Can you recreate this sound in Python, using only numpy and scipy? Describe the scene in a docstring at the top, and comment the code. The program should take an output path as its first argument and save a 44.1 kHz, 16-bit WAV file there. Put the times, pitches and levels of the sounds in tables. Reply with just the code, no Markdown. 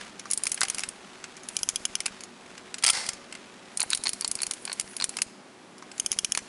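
"""In a quiet room with a motor hum, a mechanical film camera is worked by hand over a table, close by.
The lever is wound with pawl and gear clicks and eased back over its return ratchet. Then the shutter clacks
and its slow-speed escapement whirrs, and the lever is wound and eased back once more.
Clicks are bursts of noise that ring metal parts; sliding and rubbing are grainy noise; hum, squeaks and
springs are sine tones. Loud clicks make the recorder turn its level down for a moment."""
import sys
import numpy as np
from scipy import signal
from scipy.fft import rfft, irfft
from scipy.io import wavfile
from scipy.ndimage import uniform_filter1d, minimum_filter1d

SR = 44100
rng = np.random.default_rng(int(sys.argv[2]) if len(sys.argv) > 2 else 0)


def wav_out(sig):
    """Save sig, one row per channel (or a flat mono array), as 16-bit PCM at SR to the path in sys.argv[1]."""
    wavfile.write(sys.argv[1], SR, np.round(np.clip(np.atleast_2d(sig).T, -1, 1) * 32767).astype(np.int16))


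N = 285978  # length in samples

# Room air: [f/Hz, relative level/dB per Hz]
AIR_COLOUR = [(25, -36), (60, -29), (110, -15), (200, -2), (350, -4), (500, -7.5), (800, -7.5),
              (1500, -12.5), (2500, -15.5), (5000, -21.5), (11000, -27.5)]
# Motor hum tones, before the hum trim: [f/Hz, level/dB]
HUM_TONES = [(102.3, -77.5), (150.7, -100), (199.2, -64), (247.6, -64), (296.1, -77.5), (371.4, -61.5)]
# How long reflections take to fall by 60 dB: [f/Hz, t60/s]
ROOM_DECAY = [(300, 0.28), (1500, 0.098), (5000, 0.8), (11000, 0.12)]
# Fingers shifting their grip on the leatherette: [start t/s, stop t/s, level/dB, sag/dB per s]
GRIPS = [(0, .15, -39.5, 124), (.42, .86, -47, 3), (1.1, 2.15, -51.5, -0.5), (2.5, 5.2, -52, 1),
         (5.92, 6.48, -56, -6)]
# Spectrum of rubbing fingers: [f/Hz, relative level/dB per Hz]
RUBBING_COLOUR = [(600, -4), (1300, 4), (2500, 2.5), (4500, -2.5), (7000, -5.5), (11000, -12.5)]
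# Lever strokes, in which shafts and film slide: [start t/s, stop t/s, level/dB, sag/dB per s]
STROKES = [(.32, .82, -49, -4.5), (1.57, 2.08, -42, 37.5), (3.8, 5.2, -49, .5), (6.02, 6.4, -47.5, 6)]
# Spectrum of sliding shafts and film: [f/Hz, relative level/dB per Hz]
SLIDING_COLOUR = [(1000, -44), (3000, -18), (5500, -7), (9500, 0), (11000, -1)]
# Two faint squeaks of the film spool, each a path of points: [t/s, f/Hz, level/dB]
SQUEAK_PATHS = [
    [(4.6, 10500, -58), (4.625, 9600, -47), (4.65, 9200, -57)],
    [(4.87, 9550, -60), (4.9, 9800, -45), (4.925, 10200, -56), (4.935, 9700, -38), (4.955, 9800, -55)],
]
# Soft fingertip taps on the back door: [t/s, level/dB]
FINGER_TAPS = [(0.2562, -35.5), (5.8245, -39)]
# Light ticks and rebounds of loose parts: [t/s, level/dB]
LOOSE_TICKS = [(0.1961, -34), (0.3035, -34), (0.3104, -32.5), (0.8058, -32.5), (1.3685, -42), (1.4347, -42),
               (1.5904, -31.5), (1.6982, -29), (2.2078, -38), (2.2369, -35.5), (2.7841, -34.5),
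               (3.1337, -35), (5.7823, -45.5), (5.9808, -37), (6.128, -25.5)]
# Dull knocks of the lever and fingers on the body: [t/s, level/dB, brightness/dB per octave]
KNOCKS = [(0.4951, -35, 13), (0.5767, -32, 0.0), (0.6517, -28.5, 2.0), (0.8362, -25, 2.5),
          (1.2415, -33, 1.5), (2.0808, -35.5, -2), (2.5795, -38.5, 0.5), (2.7429, -28.5, 4.0),
          (3.3257, -34.5, 3.5), (3.3521, -36.0, 0), (3.8358, -31, -12), (5.1873, -29, 1),
          (5.9161, -39.0, 3.5), (6.3895, -32, 1.5)]
# The lever strikes the end of its stroke: [t/s, level/dB, brightness/dB per octave]
STOP_BLOW = [(.6155, -16, -1)]
# The body's hollow ring at the end of the stroke: [f/Hz, level/dB, t60/s]
END_STOP_TONES = [(790, -28, 0.079), (2050, -32, 0.067), (2420, -42, .07)]
# Gear teeth snatching under load, in short runs: [first tooth t/s, last tooth t/s, number of teeth,
# level of all but the last/dB, level of the last/dB, brightness of the last/dB per octave]
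GEAR_RUNS = [(3.798, 3.817, 3, -29, -20.5, -0.5), (3.913, 3.9322, 4, -33, -16, 0),
             (4.056, 4.07, 3, -27.5, -19, 0), (4.222, 4.2467, 2, -32, -21, 1.5),
             (4.3897, 4.433, 4, -33.5, -24, 0), (4.6775, 4.7176, 3, -32, -30, -4),
             (5.0008, 5.023, 3, -28, -23, 0.5)]
# The lever's return ratchet: [t/s, level/dB, brightness/dB per octave]
RETURN_CLICKS = [(1.5675, -20, -0.5), (1.6322, -20.0, -0.5), (1.6897, -17.5, -2.0), (1.7593, -21, 0.5),
                 (1.8531, -19, -2.0), (1.9537, -20.5, -2.5), (5.999, -18.5, 1.0), (6.0621, -20, 0),
                 (6.1173, -18.5, 1.0), (6.1885, -17.5, -1), (6.2471, -18.5, -1), (6.3214, -18, -0.5)]
# The winding pawl and the lever's latch dropping: [t/s, level/dB, brightness/dB per octave]
PAWL_CLICKS = [(0.3132, -19.5, 7), (0.3213, -29, -2.5), (0.3343, -17.5, 3.5), (0.3759, -20.5, 5.5),
               (0.4369, -21, 6.0), (0.4552, -28.5, -3.5), (0.4688, -19, -4), (0.4752, -29, 4),
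               (0.5184, -20, 0.5), (0.5448, -25, 6), (0.6087, -21, 2), (0.6334, -16, -4.5),
               (0.6844, -29, -3.5), (0.7002, -21.0, -1.5), (0.747, -27.5, -1), (0.784, -27, -4.5),
               (0.7939, -27.5, -4.5), (0.889, -29.0, 5), (1.4877, -29.5, -1), (2.0048, -25, -5),
               (2.0591, -26.5, -5), (2.0626, -20.5, -5), (3.7736, -23, 3.5), (3.8044, -18, 3.5),
               (3.8295, -21.5, 8), (3.9039, -22.5, 2), (3.9493, -19.0, 1.5), (3.9746, -27.5, -1.0),
               (4.0381, -25.5, 0.5), (4.0811, -27, -2), (4.0925, -20, 0.5), (4.1333, -25, -0.5),
               (4.2104, -25, 1), (4.2782, -23.5, 3.5), (4.3147, -20.5, 2), (4.3538, -24, 2),
               (4.419, -24, 6), (4.4325, -23, 3), (4.4678, -25.5, -1.5), (4.5113, -22.5, -1.5),
               (4.5367, -30.5, 0), (4.6529, -28.5, 1.5), (4.7295, -27.5, 0), (4.7985, -20.5, -1),
               (4.8111, -28.5, -2), (4.9669, -28, 1.5), (5.0423, -17.5, -1), (5.0936, -29.0, -0.5),
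               (5.1696, -26.5, -4), (5.2196, -16, -1.5), (6.3504, -21.5, -6), (6.3751, -19.5, -5)]
# The escapement runs down: [start t/s, stop t/s, level/dB, sag/dB per s]
ESCAPEMENT_RUN = [(2.936, 3.088, -27, 90)]
# Springs left singing by the shutter: [f/Hz, level/dB, t60/s]
SPRING_TONES = [(560, -53, 3.6), (1196, -51, 2), (2090, -37, 0.8), (4700, -37, .5)]
# Mirror and curtains jolt the whole body: [t/s, level/dB]
JOLTS = [(2.843, -33), (2.903, -34), (3.089, -39)]
# The button trips the shutter: [t/s, level/dB]
TRIP = [(2.8259, -33.5)]
# Mirror and curtains: [t/s, level/dB, brightness/dB per octave]
SHUTTER_BLOWS = [(2.838, -20, -3.5), (2.8412, -13.5, 4.5), (2.8489, -16.5, -3), (2.8649, -13, 3),
                 (2.8707, -15.5, 1), (2.8803, -14, -1.5), (2.8896, -15, -1.5), (2.8995, -15.5, -1.0),
                 (2.903, -11, 6.5), (2.9332, -24.5, 1.5), (3.0653, -32.5, 1), (3.0903, -21.5, 0.5)]

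# Tones each part rings with when struck: [f/Hz, width/Hz, relative level/dB]
DOOR_MODES = [(1180, 390, 2), (1850, 500, -22), (5500, 2000, 7)]
KNOCK_MODES = [(830, 590, -10.5), (1565, 280, 1), (2140, 93, 4), (2520, 380, -1.5), (4770, 1100, -8.5),
               (5900, 580, -11), (6740, 170, -13), (7900, 260, -4), (8722, 190, -19), (9100, 370, -12),
               (10100, 180, -15)]
GEAR_MODES = [(1040, 210, -10), (1570, 270, -12.5), (2540, 550, -4.5), (4200, 120, -4), (4320, 270, 11.5),
              (6760, 740, -5), (8700, 400, 0), (10000, 480, -15)]
RETURN_MODES = [(1460, 330, -19.5), (2380, 78, -9.5), (2985, 190, -6), (3297, 73, -5.5), (5330, 340, -4),
                (6140, 240, -1.5), (6900, 530, -6), (7200, 459, -26), (9100, 540, -5.5), (9760, 280, -8),
                (9500, 166, -29), (10600, 210, 0.5)]
PAWL_MODES = [(1210, 580, -15.5), (2238, 370, -7.5), (3060, 680, -19), (4370, 260, -9.5), (5117, 410, -9.5),
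              (5756, 520, -11.5), (6660, 81, -4.5), (7310, 400, -14), (8750, 1030, -0.5), (9840, 880, 3),
              (9640, 380, -3.5), (10570, 440, -7)]
ESCAPEMENT_MODES = [(515, 53, -4), (930, 320, -0.5), (1540, 220, -1.5), (2050, 550, 0.5), (2750, 250, -5),
                    (4610, 1400, 1), (5340, 450, -1), (7100, 1400, -9), (8800, 1000, -2), (9500, 400, -11)]
SHUTTER_MODES = [(830, 290, -10.5), (1360, 55, 1), (2260, 490, 1), (3300, 200, 2.5), (4650, 670, 0.5),
                 (5180, 370, 1.5), (6440, 700, -2.5), (7350, 340, -2.5), (8640, 537, -1), (9300, 700, -4),
                 (9700, 510, -4.5), (10600, 650, -7)]

# Borders between shell, frame and small steel parts: [f/Hz]
REGISTER_HZ = [2500, 7500]
# Brightness tilts the spectrum only between these two: [f/Hz]
TILT_RANGE_HZ = [1200, 11000]

# How a blow divides, compared with the frame and before brightness: (shell/dB, small steel parts/dB)
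PAWL_SHARE, GEAR_SHARE, RETURN_SHARE = (-14, 3.1), (-9.5, -9.5), (-19.5, -1.9)
KNOCK_SHARE, PLAY_SHARE, SHUTTER_SHARE = (-1.1, -6.5), (-10.5, -5), (-7.5, -2.3)
DOOR_SHARE, RATTLE_SHARE = (6, -10), (-0.72, -9)

CROSSOVER_HZ = 120  # softness of the borders
EDGE_HZ = 11160  # the recorder's upper limit
CLICK_S = .005  # click levels count the energy as if spread over this time


def gain_of(db):
    """Turns decibels into amplitude."""
    return 10 ** (np.asarray(db) / 20)


def evened(x):
    """Scales a sound to an average (rms) strength of 1."""
    return x / np.sqrt(np.mean(x ** 2) + 1e-20)


def read(points, hz):
    """Reads a table of points between its rows, on a log-frequency axis."""
    f, value = np.transpose(points)
    return np.interp(np.log(hz + 1), np.log(f + 1), value)


def add(mix, s, sound):
    """Mixes a sound in at time s."""
    part = mix[max(round(s * SR), 0):][:len(sound)]
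    part += sound[:len(part)]


def wobble(size):
    """Smooth chance of rms 1 that changes over size samples."""
    return evened(uniform_filter1d(rng.standard_normal(N), size))


def noise(colour):
    """Steady noise of a given spectrum, rms 1."""
    white = rfft(rng.standard_normal(N))
    shape = gain_of(read(colour, np.fft.rfftfreq(N, 1 / SR)))
    return evened(irfft(white * shape, N))


def gestures(rows, attack_s, release_s):
    """Strength of movements that swell, sag steadily and die away (20 dB per attack or release time)."""
    t = np.arange(N) / SR
    strength = np.zeros(N)
    for start, stop, db, sag in rows:
        sagging_db = db - sag * (np.clip(t, start, stop) - start)
        swell_db = 20 * np.maximum(start - t, 0) / attack_s
        fade_db = 20 * np.maximum(t - stop, 0) / release_s
        strength += gain_of(sagging_db - swell_db - fade_db)
    return strength


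def friction(motion, colour, grain_db):
    """Surfaces catch and slip in grains a few milliseconds long."""
    return motion * evened(noise(colour) * gain_of(grain_db * wobble(size=160)))


def ringing(start_s, modes):
    """After one blow, tones die away freely; each is cut after one second."""
    t, out = np.arange(SR) / SR, np.zeros(N)
    for hz, db, t60 in modes:
        add(out, start_s, gain_of(db - 60 * t / t60) * np.sin(2 * np.pi * hz * t))
    return out


def response(modes, size):
    """How a part with these resonances answers each frequency, never before it is struck."""
    hz = abs(np.fft.fftfreq(size, 1 / SR)) + 1
    power = sum(gain_of(db) ** 2 / (1 + ((hz ** 2 - f ** 2) / (hz * width)) ** 2) for f, width, db in modes)
    return np.exp(np.conj(signal.hilbert(np.log(power) / 2)))[:size // 2 + 1]


def clicks(rows, modes, share, chatter_s, ring_db, ring_s, swell_s, vary_db=2.0, detune=0.0155, size=4096):
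    """Metal contacts chatter briefly, ring the part and die away in the case.
    Rows: (t/s, level/dB) and perhaps a brightness in dB per octave."""
    t, hz = np.arange(size) / SR, np.fft.rfftfreq(size, 1 / SR)
    borders = REGISTER_HZ + [EDGE_HZ + 2 * CROSSOVER_HZ]
    below = [1 / (1 + np.exp(np.clip((hz - f) / CROSSOVER_HZ, -20, 20))) for f in borders]
    registers = np.diff(below, axis=0, prepend=0)  # three softly overlapping ranges
    octaves = np.log2(np.clip(hz, *TILT_RANGE_HZ) / TILT_RANGE_HZ[0])
    since, out = t - CLICK_S, np.zeros(N)
    swell = np.exp(np.minimum(since, 0) / swell_s)  # each click swells for about a millisecond before its peak
    after = np.maximum(since, 0)
    contact = swell * (np.exp(-after / chatter_s) + gain_of(ring_db) * np.exp(-after / ring_s))
    for s, level_db, *brightness in rows:
        # each blow meets the part at another spot and under another load
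        chance = rng.standard_normal((len(modes), 2))
        struck = [(f * (1 + detune * a), width, db + vary_db * b)
                  for (f, width, db), (a, b) in zip(modes, chance)]
        bands = rfft(contact * rng.standard_normal(size)) * response(struck, size) * registers
        # the blow divides among shell, frame and small parts; a harder contact tilts it upward
        blow = gain_of([share[0], 0, share[1]]) / np.linalg.norm(bands, axis=1) @ bands
        click = irfft(blow * gain_of(sum(brightness) * octaves), size)
        add(out, s - CLICK_S, gain_of(level_db) * np.sqrt(CLICK_S * SR) * click / np.linalg.norm(click))
    return out


def background(air_db=-50.5, hum_trim_db=-0.5, drift_hz=2.4):
    """Room air is soft noise; a distant motor hums in tones of wavering pitch."""
    out = gain_of(air_db) * noise(AIR_COLOUR)
    for hz, db in HUM_TONES:
        turns = np.cumsum(hz + drift_hz * wobble(size=4000)) / SR
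        out += np.sqrt(2) * gain_of(db + hum_trim_db) * np.sin(2 * np.pi * turns)
    return out


def room(x, gap_s=0.0031):
    """Table and walls send back sparse reflections, each band dying at its own speed."""
    taps = rng.standard_normal(SR // 2) * (rng.random(SR // 2) < .1)
    hz, t, z = signal.stft(taps, SR, nperseg=256)
    fading = gain_of(-60 * t / read(ROOM_DECAY, hz)[:, None])
    tail = signal.istft(z * fading, SR, nperseg=256)[1]
    tail = tail * (np.arange(len(tail)) > gap_s * SR)
    return signal.fftconvolve(x, tail / np.linalg.norm(tail))[:N]


def hands():
    """Fingers rub on the leatherette as they shift their grip."""
    return friction(gestures(GRIPS, attack_s=0.38, release_s=0.23), RUBBING_COLOUR, grain_db=3.0)


def squeaks(waver=.008, flutter_db=4):
    """The film spool sticks and slips, giving thin, broken tones."""
    out = np.zeros(N)
    for rows in SQUEAK_PATHS:
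        s, hz, db = np.transpose(rows)
        t = np.arange(s[0], s[-1], 1 / SR)
        pitch = np.interp(t, s, hz) * (1 + waver * wobble(size=60)[:len(t)])
        tone = np.sin(2 * np.pi * np.cumsum(pitch) / SR) * signal.windows.hann(len(t)) ** .5
        level_db = np.interp(t, s, db) + flutter_db * wobble(size=200)[:len(t)]
        add(out, s[0], gain_of(level_db) * tone)
    return out


def rattle(motion, per_s=45, below_sliding_db=-3, spread_db=2, count=500, quietest_db=-62):
    """The moving gear train makes tiny random clicks whose level follows the lever's motion."""
    place, size, chance = rng.random((count, 3)).T
    at = (place * N).astype(int)
    levels_db = 20 * np.log10(motion[at] + 1e-9) + below_sliding_db - spread_db * np.log(1 - size)
    # per_s is the average rate before the quietest are left out
    heard = (chance < per_s * N / SR / count) & (levels_db > quietest_db)
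    rows = list(zip(at[heard] / SR, levels_db[heard]))
    return clicks(rows, KNOCK_MODES, RATTLE_SHARE,
                  chatter_s=.001, ring_db=-11, ring_s=0.0048, swell_s=0.00084)


def door_taps():
    """Fingertips tap softly on the back door, which rings dully."""
    return clicks(FINGER_TAPS, DOOR_MODES, DOOR_SHARE,
                  chatter_s=0.002, ring_db=-2, ring_s=0.013, swell_s=0.0012)


def loose_parts():
    """Loose parts tick and rebound, ringing with the pawl's tones."""
    return clicks(LOOSE_TICKS, PAWL_MODES, PLAY_SHARE,
                  chatter_s=0.00076, ring_db=-5, ring_s=0.0082, swell_s=0.0007)


def knocks():
    """Lever and fingers knock on the body with a longer, duller contact."""
    return clicks(KNOCKS, KNOCK_MODES, KNOCK_SHARE,
                  chatter_s=0.0027, ring_db=-14, ring_s=0.011, swell_s=0.00062)


def end_stop():
    """The lever strikes the end of its stroke and the body rings hollow."""
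    blow = clicks(STOP_BLOW, KNOCK_MODES, KNOCK_SHARE,
                  chatter_s=0.00057, ring_db=-13.5, ring_s=0.009, swell_s=0.00028)
    return blow + ringing(.6334, END_STOP_TONES)


def gear_teeth(slip_db_per_octave=-2.5):
    """Evenly spaced teeth slip softly and more dully until the last one snaps home."""
    rows = []
    for first, last, teeth, first_db, last_db, brightness in GEAR_RUNS:
        slips = np.linspace(first, last, round(teeth))[:-1]
        rows += [(s, first_db, brightness + slip_db_per_octave) for s in slips]
        rows.append((last, last_db, brightness))
    return clicks(rows, GEAR_MODES, GEAR_SHARE,
                  chatter_s=0.001, ring_db=-9.5, ring_s=0.0053, swell_s=0.00038, detune=.03)


def return_ratchet():
    """The lever clicks over its ratchet on the way back, each click much like the others."""
    return clicks(RETURN_CLICKS, RETURN_MODES, RETURN_SHARE, chatter_s=0.00064, ring_db=-6.5,
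                  ring_s=0.0034, swell_s=0.00024, vary_db=0.5, detune=.02)


def pawl():
    """The winding pawl and the lever's latch drop with bright clicks."""
    return clicks(PAWL_CLICKS, PAWL_MODES, PAWL_SHARE,
                  chatter_s=0.00095, ring_db=-8, ring_s=0.0058, swell_s=0.0005)


def escapement(ticks_per_s=720, jitter=0.21, loose=0.19, grain_db=1.8):
    """A pallet flutters on a fast star wheel while the loose gear train rattles."""
    speed = ticks_per_s * (1 + jitter * wobble(size=60))
    ticks = np.diff(np.floor(np.cumsum(speed) / SR), prepend=0)  # a pulse at each whole number passed
    drive = (ticks + loose * rng.standard_normal(N)) * gain_of(grain_db * wobble(size=70))
    whirr = irfft(rfft(drive) * response(ESCAPEMENT_MODES, N), N)
    return evened(whirr) * gestures(ESCAPEMENT_RUN, attack_s=.025, release_s=0.095)


def springs():
    """Springs shaken by the shutter sing on faintly."""
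    return ringing(2.866, SPRING_TONES)


def jolts(hz=70, t60_s=0.023):
    """A low, dead thud lies under the shutter's jolts to the body."""
    return sum(ringing(s, [(hz, db, t60_s)]) for s, db in JOLTS)


def shutter():
    """The button trips the shutter, then mirror and curtains strike hard."""
    return clicks(TRIP + SHUTTER_BLOWS, SHUTTER_MODES, SHUTTER_SHARE,
                  chatter_s=0.0011, ring_db=-8.5, ring_s=0.0069, swell_s=0.00086)


def scene():
    """All parts of the camera, their reflections, the hands, and the room's own sound."""
    air = background()
    rubbing = hands()
    lever = gestures(STROKES, attack_s=0.13, release_s=.22)
    camera = friction(lever, SLIDING_COLOUR, grain_db=1)
    camera += squeaks() + rattle(lever)
    camera += door_taps() + loose_parts() + knocks() + end_stop()
    camera += gear_teeth() + return_ratchet() + pawl()
    camera += escapement() + springs() + jolts() + shutter()
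    reflections = gain_of(-26) * room(camera)
    return (camera + reflections + rubbing + air)[None]


def held(x, hold_s):
    """The lowest value of the last hold_s seconds."""
    half = int(hold_s * SR / 2)
    return minimum_filter1d(x, 2 * half + 1, origin=half)


def gain_pops(sound, trip_db=-22, sense_hz=7000, rearm_s=0.013, hold_s=.044,
              up=0.016, down=0.016, width_s=0.00027, low_hz=20):
    """The gain stage pops softly: upward when a loud click trips it, downward when it lets go."""
    sensed = signal.sosfilt(signal.butter(6, sense_hz, fs=SR, output="sos"), sound)
    calm = 1. * (uniform_filter1d(sensed ** 2, size=44) < gain_of(trip_db) ** 2)
    trips = np.diff(held(calm, rearm_s), prepend=1) < 0
    releases = np.diff(held(calm, hold_s), prepend=1) > 0
    u = np.arange(SR // 100) / SR / width_s
    pops = signal.oaconvolve(up * trips - down * releases, u * np.exp(1 - u))[:N]
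    return signal.sosfilt(signal.butter(1, low_hz, "high", fs=SR, output="sos"), pops)


def record(dry, threshold_db=-22, ratio=1.38, hold_s=0.0464, react_s=0.0015):
    """Gain control ducks briefly at each loud click; then the recorder's steep limit cuts the top."""
    level_db = 10 * np.log10(abs(uniform_filter1d(dry[0] ** 2, size=44)) + 1e-12)
    wanted_db = -np.maximum(level_db - threshold_db, 0) * (1 - 1 / ratio)
    held_db = held(wanted_db, hold_s)
    lag = np.exp(-1 / (react_s * SR))
    smooth_db = signal.lfilter([1 - lag], [1, -lag], held_db)
    ducked = dry * gain_of(smooth_db) + gain_pops(dry[0])
    lowpass = signal.firwin(601, EDGE_HZ, window=("kaiser", 6), fs=SR)
    return signal.oaconvolve(ducked, lowpass[None], "same")


dry = scene()
out = record(dry)
wav_out(out)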